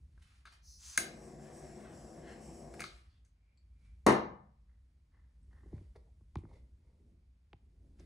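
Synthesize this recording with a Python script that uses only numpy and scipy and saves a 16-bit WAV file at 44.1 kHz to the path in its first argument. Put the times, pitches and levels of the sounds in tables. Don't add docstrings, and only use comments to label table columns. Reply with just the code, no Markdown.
import sys
import numpy as np
from scipy import signal
from scipy.fft import rfft, irfft, next_fast_len
from scipy.io import wavfile
from scipy.ndimage import uniform_filter1d, map_coordinates

SR = 44100
rng = np.random.default_rng(int(sys.argv[2]) if len(sys.argv) > 2 else 0)


def wrap_up_sound(samples):
    columns = np.atleast_2d(samples).T
    tamed = np.clip(columns, -1, 1)
    steps = np.round(tamed * 32767).astype(np.int16)
    wavfile.write(sys.argv[1], SR, steps)


N = 355005
T = np.arange(N) / SR
TAPS = 8192
CRACKED_S, OPEN_S, LIGHT_S, CLOSE_S = .615, .785, .977, 2.81

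# frequency in Hz, relative level in dB.
RUMBLE_COLOUR = [(20, -23.5), (35, -18.5), (48, -2), (60, 3.5), (78, -4.5), (105, -14.5), (150, -19.5),
                 (250, -28.5), (500, -45), (1000, -57)]
AIR_COLOUR = [(100, -4), (500, 8), (1000, 5), (1700, 2.5), (2250, 4), (2800, -1), (5000, -3), (10500, -15),
              (13000, -44.5)]
RUB_COLOUR = [(300, -32), (700, -9.5), (1300, 0), (2400, -1), (3200, -5), (4200, -5.5), (6000, -8.5),
              (10500, -12.5), (15000, -16)]
SHUFFLE_COLOUR = [(80, 10.5), (150, 9), (350, 2.5), (600, -10.5), (1000, -25), (2000, -35), (4000, -34)]
SCRAPE_COLOUR = [(250, -8), (490, 11), (750, -5), (930, 1), (1450, -20), (1750, -16.5), (2150, -2.5),
                 (2550, -20.5), (3000, -28), (3600, -19), (4400, -19), (7500, -30), (10000, -28),
                 (14000, -41)]
SCUFF_COLOUR = [(250, -10), (550, -5), (700, -12.5), (900, -5), (1300, -7), (1550, -6), (1850, -1),
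                (2050, -2.5), (2300, -29), (3000, -21), (8000, -35)]
TAP_COLOUR = [(250, -28), (550, -5), (800, 0), (1100, -2), (1700, -5.5), (2350, -8.5), (3100, -17.5),
              (4100, -13), (6000, -18.5), (10000, -25.5), (14000, -45)]
KNOCK_COLOUR = [(29, -39.5), (50, -22.5), (125, -15), (161, -10), (212, -3.5), (292, -12.5), (328, -5.5),
                (442, -1.5), (715, -7.5), (839, 0.5), (1060, 0), (1490, -9.5), (1920, -13.5), (2900, -30),
                (6170, -43.5), (12000, -55.5), (15600, -84), (22000, -120)]
CRACK_COLOUR = [(1000, -18), (2150, 8.5), (2900, -1.5), (3500, -0.5), (4000, 2.5), (4700, -3), (6200, 3.5),
                (8000, -2), (9500, 0.5), (12000, -2.5)]
KNOCK_TO_ROOM = [(100, -4.5), (250, -6), (400, -0.5), (900, -1.5), (1500, 4.5), (3000, 8), (6000, 0),
                 (11000, -4)]
SNAP_TO_ROOM = [(500, 0), (1250, -5), (1600, -9), (2100, -8), (3000, 0), (4200, -.5), (6500, -2.5),
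                (11000, -3)]
TORCH_BODY = [(300, -35.5), (850, -23), (1250, -9), (1420, -7.5), (1600, 0.5), (1850, -13.5), (2130, -1),
              (2450, -7.5), (3100, -15.5), (3750, -12), (4600, -7.5), (5300, -13), (6350, -6.5),
              (7200, -14.5), (8660, -10.5), (10500, -13.5)]
JET_CRACKED = [(1000, -27.5), (3300, -29), (4300, -7.5), (5300, -3), (6100, 3), (6900, -11.5),
               (8500, -17.5), (10300, -12.5), (14000, -10)]
JET_OPEN = [(400, -31.5), (1000, -13), (2000, -14), (3200, -9.5), (4000, -9.5), (4700, -3.5), (5600, -5),
            (6250, 3.5), (6700, -2.5), (7400, -2), (8600, -9.5), (10500, -10.5)]
JET_LIT = [(1000, -15.5), (2800, -10), (3700, -19), (4500, -11), (5500, 1), (6100, -4.5), (6800, -4.5),
           (7300, -3.5), (7800, 4.5), (8400, -6), (9200, -11.5), (10000, -8), (10800, -6.5), (12000, -14.5),
           (14100, -6), (15300, -17)]
ROAR_COLOUR = [(53, -37.5), (90, -11.5), (113, -5), (145, 4), (178, -4), (212, 3), (284, -7.5), (334, 3),
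               (393, -1.5), (424, -23.5), (457, -3.5), (600, -8), (706, -3.5), (848, -15), (1200, -20.5),
               (1560, -50), (2640, -120)]
RASP_COLOUR = [(500, -18.5), (1100, -4.5), (1600, 0), (2000, -3), (2600, -7), (3100, -11.5), (3600, -14.5),
               (4300, -14.5), (6000, -27.5), (11000, -47)]
MIC_COLOUR = [(8000, 0), (10000, 2.5), (10800, 2.5), (12000, -2), (14300, 4.5), (15600, -2.5)]

# frequency in Hz, time to fall 60 dB in seconds.
ROOM_T60 = [(60, 1), (250, 0.43), (1000, 0.51), (2500, 0.37), (5000, 0.34), (8000, 0.21), (12000, 0.22)]
# frequency in Hz, left minus right in dB.
TORCH_BALANCE = [(60, 0), (120, 1), (350, 3), (640, 7), (1150, 0.5), (2100, 3), (6700, 1.14), (12000, -0.5)]
# frequency in Hz, gain of the side signal in dB.
MIC_WIDTH = [(2800, 0), (4000, -2), (5200, 1), (6000, -9), (6900, -28), (7800, -4), (9000, -3), (11000, -6),
             (12300, -16), (13500, -45)]
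# frequency in Hz, lag of the left in radians.
MIC_LAG = [(300, 0), (900, .35), (1800, .4), (2700, .9), (3800, .2), (5300, .25), (6400, 0), (7300, 0),
           (8500, .7), (10000, 1.55), (11200, 2.7), (12600, 3.14)]

# peak time in seconds, level in dB, width in seconds.
RUBS = [(.3, -74, 0.17), (.53, -68, 0.031), (.95, -62, 0.055), (2.95, -75.5, 0.19), (3.85, -87, 0.12),
        (5.8, -87.5, 0.17), (6.55, -83.5, 0.054), (8.0, -76, 0.03)]
SHUFFLES = [(5.7, -66, 0.22), (6.54, -72, 0.16), (7.0, -72.5, 0.3), (7.8, -73, 0.279), (8.04, -64.5, 0.16)]
SCRAPES = [(5.76, -68.5, 0.07), (5.965, -59, .012), (6.53, -67.5, 0.092), (6.88, -83.5, 0.17)]
# start in seconds, level in dB, decay in seconds.
SCUFFS = [(4.675, -83, 0.0556), (5.115, -77, 0.0995), (5.505, -74, 0.15)]
# peak time in seconds, level in dB,
# width in seconds, resonance in Hz, its decay in seconds.
SIGH_AND_WHIR = [(3.118, -83.5, 0.055, 4500, 0.00079), (3.156, -85, .08, 3500, 0.00045),
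                 (3.503, -89, .2, 2300, 0.002), (3.867, -86, 0.17, 2300, 0.0022)]
# start in seconds, thud level in dB, thud tilt in dB per octave,
# tap level in dB, tap tilt in dB per octave, tap decay in seconds, most excited frequency in Hz.
BUMPS = [(5.633, -59, 7, -68, -4, 0.0049, 1090), (5.658, -50, 8.5, -69, -10, 0.0072, 800),
         (5.729, -36, 3.5, -56, -19.5, 0.0019, 705), (5.757, -51.5, -5.5, -67, -4, 0.014, 590),
         (5.78, -56.5, -6, -65, -9, 0.0034, 2180), (5.81, -49, 4.5, -76, -11, 0.0041, 1099),
         (5.954, -67, 10, -62, -12, 0.0044, 2100), (6.069, -73, 9, -68.5, -13, 0.014, 679),
         (6.209, -59.5, 1, -74.5, -12, 0.00238, 1200), (6.356, -33.5, 2.5, -38.5, 0.5, 0.0011, 970),
         (6.357, -53, -3.5, -53, 0, 0.0024, 2280), (6.371, -49.5, -7.5, -62, 0.5, 0.002, 3320),
         (6.383, -50, 13, -65.5, 10, 0.02, 2630), (6.434, -44, 5.5, -72, -4, 0.011, 2200),
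         (6.452, -51.5, 3, -56.5, -15.5, 0.0017, 1397), (6.513, -57, -2.5, -59, -12, 0.003, 870),
         (7.531, -50.5, 6, -52.5, -5.5, 0.0021, 2990), (7.533, -62, 5, -53, -10, 0.0026, 800),
         (7.997, -63, 9.5, -63.5, 0.5, 0.003, 6100), (8.0, -55, 8, -61, -10, 0.007, 600)]
# frequency in Hz, relative level in dB.
THUD_MODES = [(327, -4.5), (225.5, -4), (141.3, 0.5), (90, 6.5)]

# start in seconds, level in dB, hardness from 0 to 1.
KNOCKS = [(4.065, -18, 0.45), (4.0672, -21, 0.78), (4.069, -15.5, 0.23), (4.071, -16.5, 0),
          (4.0758, -20.5, 0), (4.0868, -20.5, 0), (4.0922, -32.5, 0.8), (4.097, -23.5, 0),
          (4.1079, -21.5, 0), (4.1255, -24.5, 0)]
# frequency in Hz, relative level in dB, time to fall 60 dB in seconds.
TABLE_MODES = [(135, -9, .5), (203, -5, .44), (223, -2.5, .44), (275, -5, .4), (332, 2.5, .38),
               (373, 1, .36), (420, -5, .34), (451, -9, .35), (480, -7, .45), (514, -8, .4), (619, -6, .45),
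               (665, -9, .4), (762, -4, .34), (853, -4, .38), (888, -11, .39), (954, -3, .34),
               (1034, -7, .37), (1112, -4, .35), (1195, -12, .39), (1238, -10, .37), (1410, -14, .33),
               (1583, -19, .35), (1675, -17, .3), (1878, -8.5, .24), (2112, -9, .24), (2573, -20, .27),
               (3962, -23, .16)]
# start in seconds, level in dB, tilt in dB per octave,
# rattle decay in seconds, most excited frequency in Hz.
SNAPS = [(0.177, -64.5, -14.5, 0.003, 1400), (0.454, -49, -5, 0.0057, 1250), (.457, -51, -4.5, 0.034, 3800),
         (0.4726, -50.5, -6, 0.0083, 1230), (0.9755, -19.5, 14.5, 0.0038, 5460),
         (0.977, -20.5, 0, 0.0018, 1740), (0.979, -32.5, -6, 0.0062, 2930),
         (2.739, -50, -6.5, 0.0065, 10000), (2.795, -40.5, -1.5, 0.013, 2200),
         (2.8054, -37.5, 5, 0.004, 2290), (2.805, -41.5, -7, .004, 1200), (2.818, -37.5, -2, 0.0061, 2110),
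         (2.8396, -40.5, -4.5, 0.005, 4200), (2.84, -38, -8, 0.0027, 1230), (2.855, -46, -4.5, 0.014, 3970),
         (3.249, -68.5, -1.5, 0.021, 7400)]
# frequency in Hz, relative level in dB, decay in seconds.
TORCH_MODES = [(1306, -11, 0.012), (1620, 0, 0.006), (2110, -6, .009), (2430, -7, .011), (4020, -9, .014),
               (4620, -9, .014), (6350, -2.5, 0.018), (6454, -5, 0.014)]
# start in seconds, level in dB, frequency in Hz, rattle decay in seconds.
TINKS = [(3.574, -70.5, 4510, 0.0073), (3.573, -77, 7660, .012), (5.43, -78, 8380, 0.0022)]
# time in seconds, frequency in Hz.
JET_PITCH = [(1.0, 7780), (1.25, 7910), (1.43, 7560), (1.58, 8050), (1.72, 7520), (1.81, 8080),
             (1.89, 8070), (1.97, 7660), (2.25, 7700), (2.43, 7860), (2.6, 7870), (2.8, 7660)]
# peak time in seconds, level in dB, width in seconds,
# reflection lag in seconds, fractional growth of that lag per second.
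DIPS = [(1.48, -72, 0.086, 0.0014, 0), (1.857, -67, 0.14, 0.0017, 1.2), (2.302, -61.5, 0.1, .00082, .1)]


def undb(db):
    return 10 ** (np.asarray(db) / 20)


def over_hz(points, hz):
    f, value = np.transpose(points)
    return np.interp(np.log(np.maximum(hz, 1)), np.log(f), value)


def unit(x):
    return x / np.sqrt(np.sum(x ** 2, axis=-1, keepdims=True))


def convolve(x, impulse):
    return signal.fftconvolve(np.atleast_2d(x), np.atleast_2d(impulse), axes=-1)[:, :N]


def equalise(x, gain_db):
    size = next_fast_len(N + TAPS)
    gain = undb(gain_db(np.fft.rfftfreq(size, 1 / SR)))
    return irfft(rfft(x, size) * gain, size)[..., :N]


def response(colour):
    cepstrum = irfft(np.log(undb(over_hz(colour, np.fft.rfftfreq(TAPS, 1 / SR)))))
    cepstrum[1:TAPS // 2] *= 2
    cepstrum[TAPS // 2 + 1:] = 0
    return unit(irfft(np.exp(rfft(cepstrum))))


def noise(colour):
    return convolve(rng.standard_normal(N), response(colour))[0]


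def waver(rate):
    return map_coordinates(rng.standard_normal(TAPS), [T * rate], order=2, mode="wrap")


def ramp(s, length_s):
    return np.clip((T - s) / length_s, 0, 1)


def swells(rows):
    strokes = (undb(db) / (1 + 2 * ((T - s) / width_s) ** 2) ** 2 for s, db, width_s in rows)
    return np.sqrt(sum(stroke ** 2 for stroke in strokes))


def add(track, s, sound, db):
    start = int(s * SR)
    part = (unit(np.ravel(sound)) * undb(db) * np.sqrt(SR / 500))[:N - start]
    track[start:start + len(part)] += part


def ring(hz, decay_s):
    return unit(np.sin(2 * np.pi * hz * T[:SR]) * np.exp(-T[:SR] / decay_s))


def rattle(decay_s):
    fade = np.sqrt(np.exp(-T[:TAPS] / max(decay_s, 2 / SR)))
    burst = rng.standard_normal(TAPS) * fade
    whitened = irfft(np.exp(1j * np.angle(rfft(burst))))
    return whitened * fade


def excitation_db(hz, tilt_db, focus_hz, focus_db):
    return tilt_db * np.log2(hz / 1000) + focus_db * np.exp(-(np.log2(hz / focus_hz) / .5) ** 2)


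def contact(body, tilt_db, rattle_s, focus_hz, focus_db):
    hz, db = np.transpose(body)
    colour = np.column_stack([hz, db + excitation_db(hz, tilt_db, focus_hz, focus_db)])
    return convolve(rattle(rattle_s), response(colour))


def reflect(x, share, lag_s):
    return x + share * map_coordinates(x, [(T - lag_s) * SR], order=3)


def room_response(mic_gap_m=.2, build_s=.005):
    t, hz = T[:SR], np.fft.rfftfreq(SR, 1 / SR)
    mid, side = np.exp(2j * np.pi * rng.random((2, len(hz))))
    coherence = np.sinc(2 * hz * mic_gap_m / 343)
    field = mid * np.sqrt(1 + coherence) + side * np.sqrt(1 - coherence) * np.array([[1], [-1]])
    onset = 1 - np.exp(-(t / build_s) ** 2)
    tail = 0
    for k, (_, t60) in enumerate(ROOM_T60):
        band = over_hz([(f, j == k) for j, (f, _) in enumerate(ROOM_T60)], hz)
        tail = tail + irfft(field * band) * unit(undb(-60 * t / t60) * onset)
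    spectrum = rfft(tail)
    power = uniform_filter1d(np.mean(np.abs(spectrum) ** 2, axis=0), size=41)
    even = irfft(spectrum / np.sqrt(uniform_filter1d(power, size=41)))
    return unit(even[:, :SR * 3 // 4])


def background(rumble_db=-61.5, waver_db=-3.0, air_db=-88):
    air = np.array([noise(AIR_COLOUR), noise(AIR_COLOUR)])
    rumble = undb(rumble_db + waver_db * waver(2.3)) * noise(RUMBLE_COLOUR)
    return rumble + undb(air_db) * air


def movement():
    rub_grain, shuffle_grain = undb(3.2 * waver(120)), undb(3.5 * waver(25))
    rubs = noise(RUB_COLOUR) * swells(RUBS) * rub_grain
    return rubs + noise(SHUFFLE_COLOUR) * swells(SHUFFLES) * shuffle_grain


def sliding(grain_db=3, rise_s=.024):
    scuff_gain = sum(undb(db) * ramp(s, rise_s) * np.exp(-np.maximum(T - s, 0) / decay_s)
                     for s, db, decay_s in SCUFFS)
    friction = noise(SCRAPE_COLOUR) * swells(SCRAPES) + noise(SCUFF_COLOUR) * scuff_gain
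    return friction * undb(grain_db * waver(120))


def sigh_and_whir():
    white = rng.standard_normal(N)
    return sum(convolve(white, ring(hz, decay_s)[:TAPS])[0] * swells([(s, db, width_s)])
               for s, db, width_s, hz, decay_s in SIGH_AND_WHIR)


def bumps(pivot_hz=220, lag_cycles=.69):
    out = np.zeros(N)
    for s, thud_db, thud_tilt_db, tap_db, tap_tilt_db, tap_s, focus_hz in BUMPS:
        add(out, s, contact(TAP_COLOUR, tap_tilt_db, tap_s, focus_hz, focus_db=20), tap_db)
        for hz, db in THUD_MODES:
            thud = ring(hz, decay_s=1 / hz) * (1 - np.exp(-T[:SR] * hz))
            add(out, s + lag_cycles / hz, thud, thud_db + db + thud_tilt_db * np.log2(hz / pivot_hz))
    return out


def table_ring(ring_db=-7.5, spread_hz=800, rise_s=.0014):
    out, t = np.zeros((2, N)), T[:SR]
    hz, db, t60 = np.transpose(TABLE_MODES)[:, :, None]
    phase, skew = rng.uniform(-np.pi, np.pi, (len(TABLE_MODES), 2)).T[:, :, None]
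    phase_gap = skew * np.minimum(hz / spread_hz, 1)
    envelope = undb(db - 60 * t / t60) * (1 - np.exp(-t / rise_s))
    for track, side in zip(out, (-1, 1)):
        modes = envelope * np.sin(2 * np.pi * hz * t + phase + side * phase_gap / 2)
        add(track, KNOCKS[0][0], modes.sum(axis=0), ring_db)
    return out


def knock(crack_s=.0015):
    out = np.zeros(N)
    for k, (s, db, hardness) in enumerate(KNOCKS):
        push_s = np.interp(hardness, (0, 1), (.00099, .0011))
        crack_db = db + np.interp(hardness, (0, 1), (-22.5, -2))
        push = (-1) ** k * np.exp(-T[:TAPS] / push_s)
        add(out, s, convolve(push, response(KNOCK_COLOUR)), db)
        add(out, s, convolve(rattle(crack_s), response(CRACK_COLOUR)), crack_db)
    return out


def trigger(ring_db=-11.5, focus_db=11, tink_s=.0026):
    out = np.zeros(N)
    for s, db, tilt_db, rattle_s, focus_hz in SNAPS:
        add(out, s, contact(TORCH_BODY, tilt_db, rattle_s, focus_hz, focus_db), db)
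        modes = sum(ring(hz, decay_s) * undb(mode_db + excitation_db(hz, tilt_db, focus_hz, focus_db))
                    for hz, mode_db, decay_s in TORCH_MODES)
        add(out, s, modes, db + ring_db)
    for s, db, hz, rattle_s in TINKS:
        add(out, s, convolve(rattle(rattle_s), ring(hz, tink_s)), db)
    return out


def gas_jet(cracked_db=-63.5, open_db=-57.5, lit_db=-68.5, flicker_db=-2.56, rest_hz=7800):
    opened, lit = ramp(OPEN_S, .056), ramp(LIGHT_S, .031)
    narrow = np.sqrt(1 - opened) * undb(cracked_db) * noise(JET_CRACKED)
    cold = narrow + np.sqrt(opened) * undb(open_db) * noise(JET_OPEN)
    speed = np.interp(T, *np.transpose(JET_PITCH)) / rest_hz + .008 * waver(25)
    hot = map_coordinates(noise(JET_LIT), [np.cumsum(speed)], order=3, mode="mirror")
    hot = reflect(hot, share=.38, lag_s=.0013 * (1 + .09 * waver(5)))
    hiss = np.sqrt(1 - lit) * cold + np.sqrt(lit) * undb(lit_db) * hot
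    flow = ramp(CRACKED_S, .031) * (1 - ramp(CLOSE_S, .29)) ** 2
    return hiss * flow * undb(flicker_db * waver(16))


def flame(roar_db=-54.5, growth_db_per_s=.98, rasp_db=-72.5, puff_db=5, puff_s=.031, starve_s=.11):
    flutter = undb(1.1 * waver(35) + .6 * waver(7))
    age = np.maximum(T - LIGHT_S, 0)
    burning = ramp(LIGHT_S, .008064) * (1 - ramp(CLOSE_S, starve_s)) ** 2.6
    puff = 1 + undb(puff_db) * np.exp(-age / puff_s)
    roar = noise(ROAR_COLOUR) * burning * puff * undb(roar_db + growth_db_per_s * age)
    rasp = reflect(noise(RASP_COLOUR), share=.4, lag_s=.00048 * (1 + .13 * waver(3.5)))
    rasp *= burning * undb(rasp_db + 1.541 * waver(9))
    on_resin, dips = noise(RASP_COLOUR), 0
    for s, db, width_s, lag_s, growth in DIPS:
        hollow = reflect(on_resin, share=-.65, lag_s=lag_s * (1 + growth * (T - s)))
        dips = dips + hollow * swells([(s, db, width_s)])
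    return flutter * (roar + rasp + dips)


def scene():
    room = room_response()

    def placed(x, wet_db):
        return x + undb(wet_db) * convolve(x, room)

    torch = placed(gas_jet(), wet_db=-2) + placed(flame(), wet_db=-4.5)
    snaps = trigger()
    torch += snaps + convolve(equalise(snaps, lambda hz: over_hz(SNAP_TO_ROOM, hz)), room)
    landing = knock()
    landing_tail = convolve(convolve(landing, response(KNOCK_TO_ROOM)), room)
    torch += landing + undb(1.5) * landing_tail + table_ring()
    torch = equalise(torch, lambda hz: over_hz(TORCH_BALANCE, hz) * np.array([[.5], [-.5]]))
    centred = placed(bumps(), wet_db=-16) + placed(movement(), wet_db=2.5)
    centred += placed(sigh_and_whir(), wet_db=-1.5) + placed(sliding(), wet_db=-5)
    return torch + centred + background()


def record(dry, top_hz=15800):
    size = next_fast_len(N + TAPS)
    hz, sides = np.fft.rfftfreq(size, 1 / SR), np.array([[1], [-1]])
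    left, right = rfft(dry, size)
    mics = (left + right + sides * (left - right) * undb(over_hz(MIC_WIDTH, hz))) / 2
    mics *= np.exp(-.5j * sides * over_hz(MIC_LAG, hz)) * undb(over_hz(MIC_COLOUR, hz))
    lowpass = signal.ellip(10, .2, 70, top_hz, fs=SR, output="sos")
    return signal.sosfilt(lowpass, irfft(mics, size)[:, :N])


dry = scene()
out = record(dry)
wrap_up_sound(out)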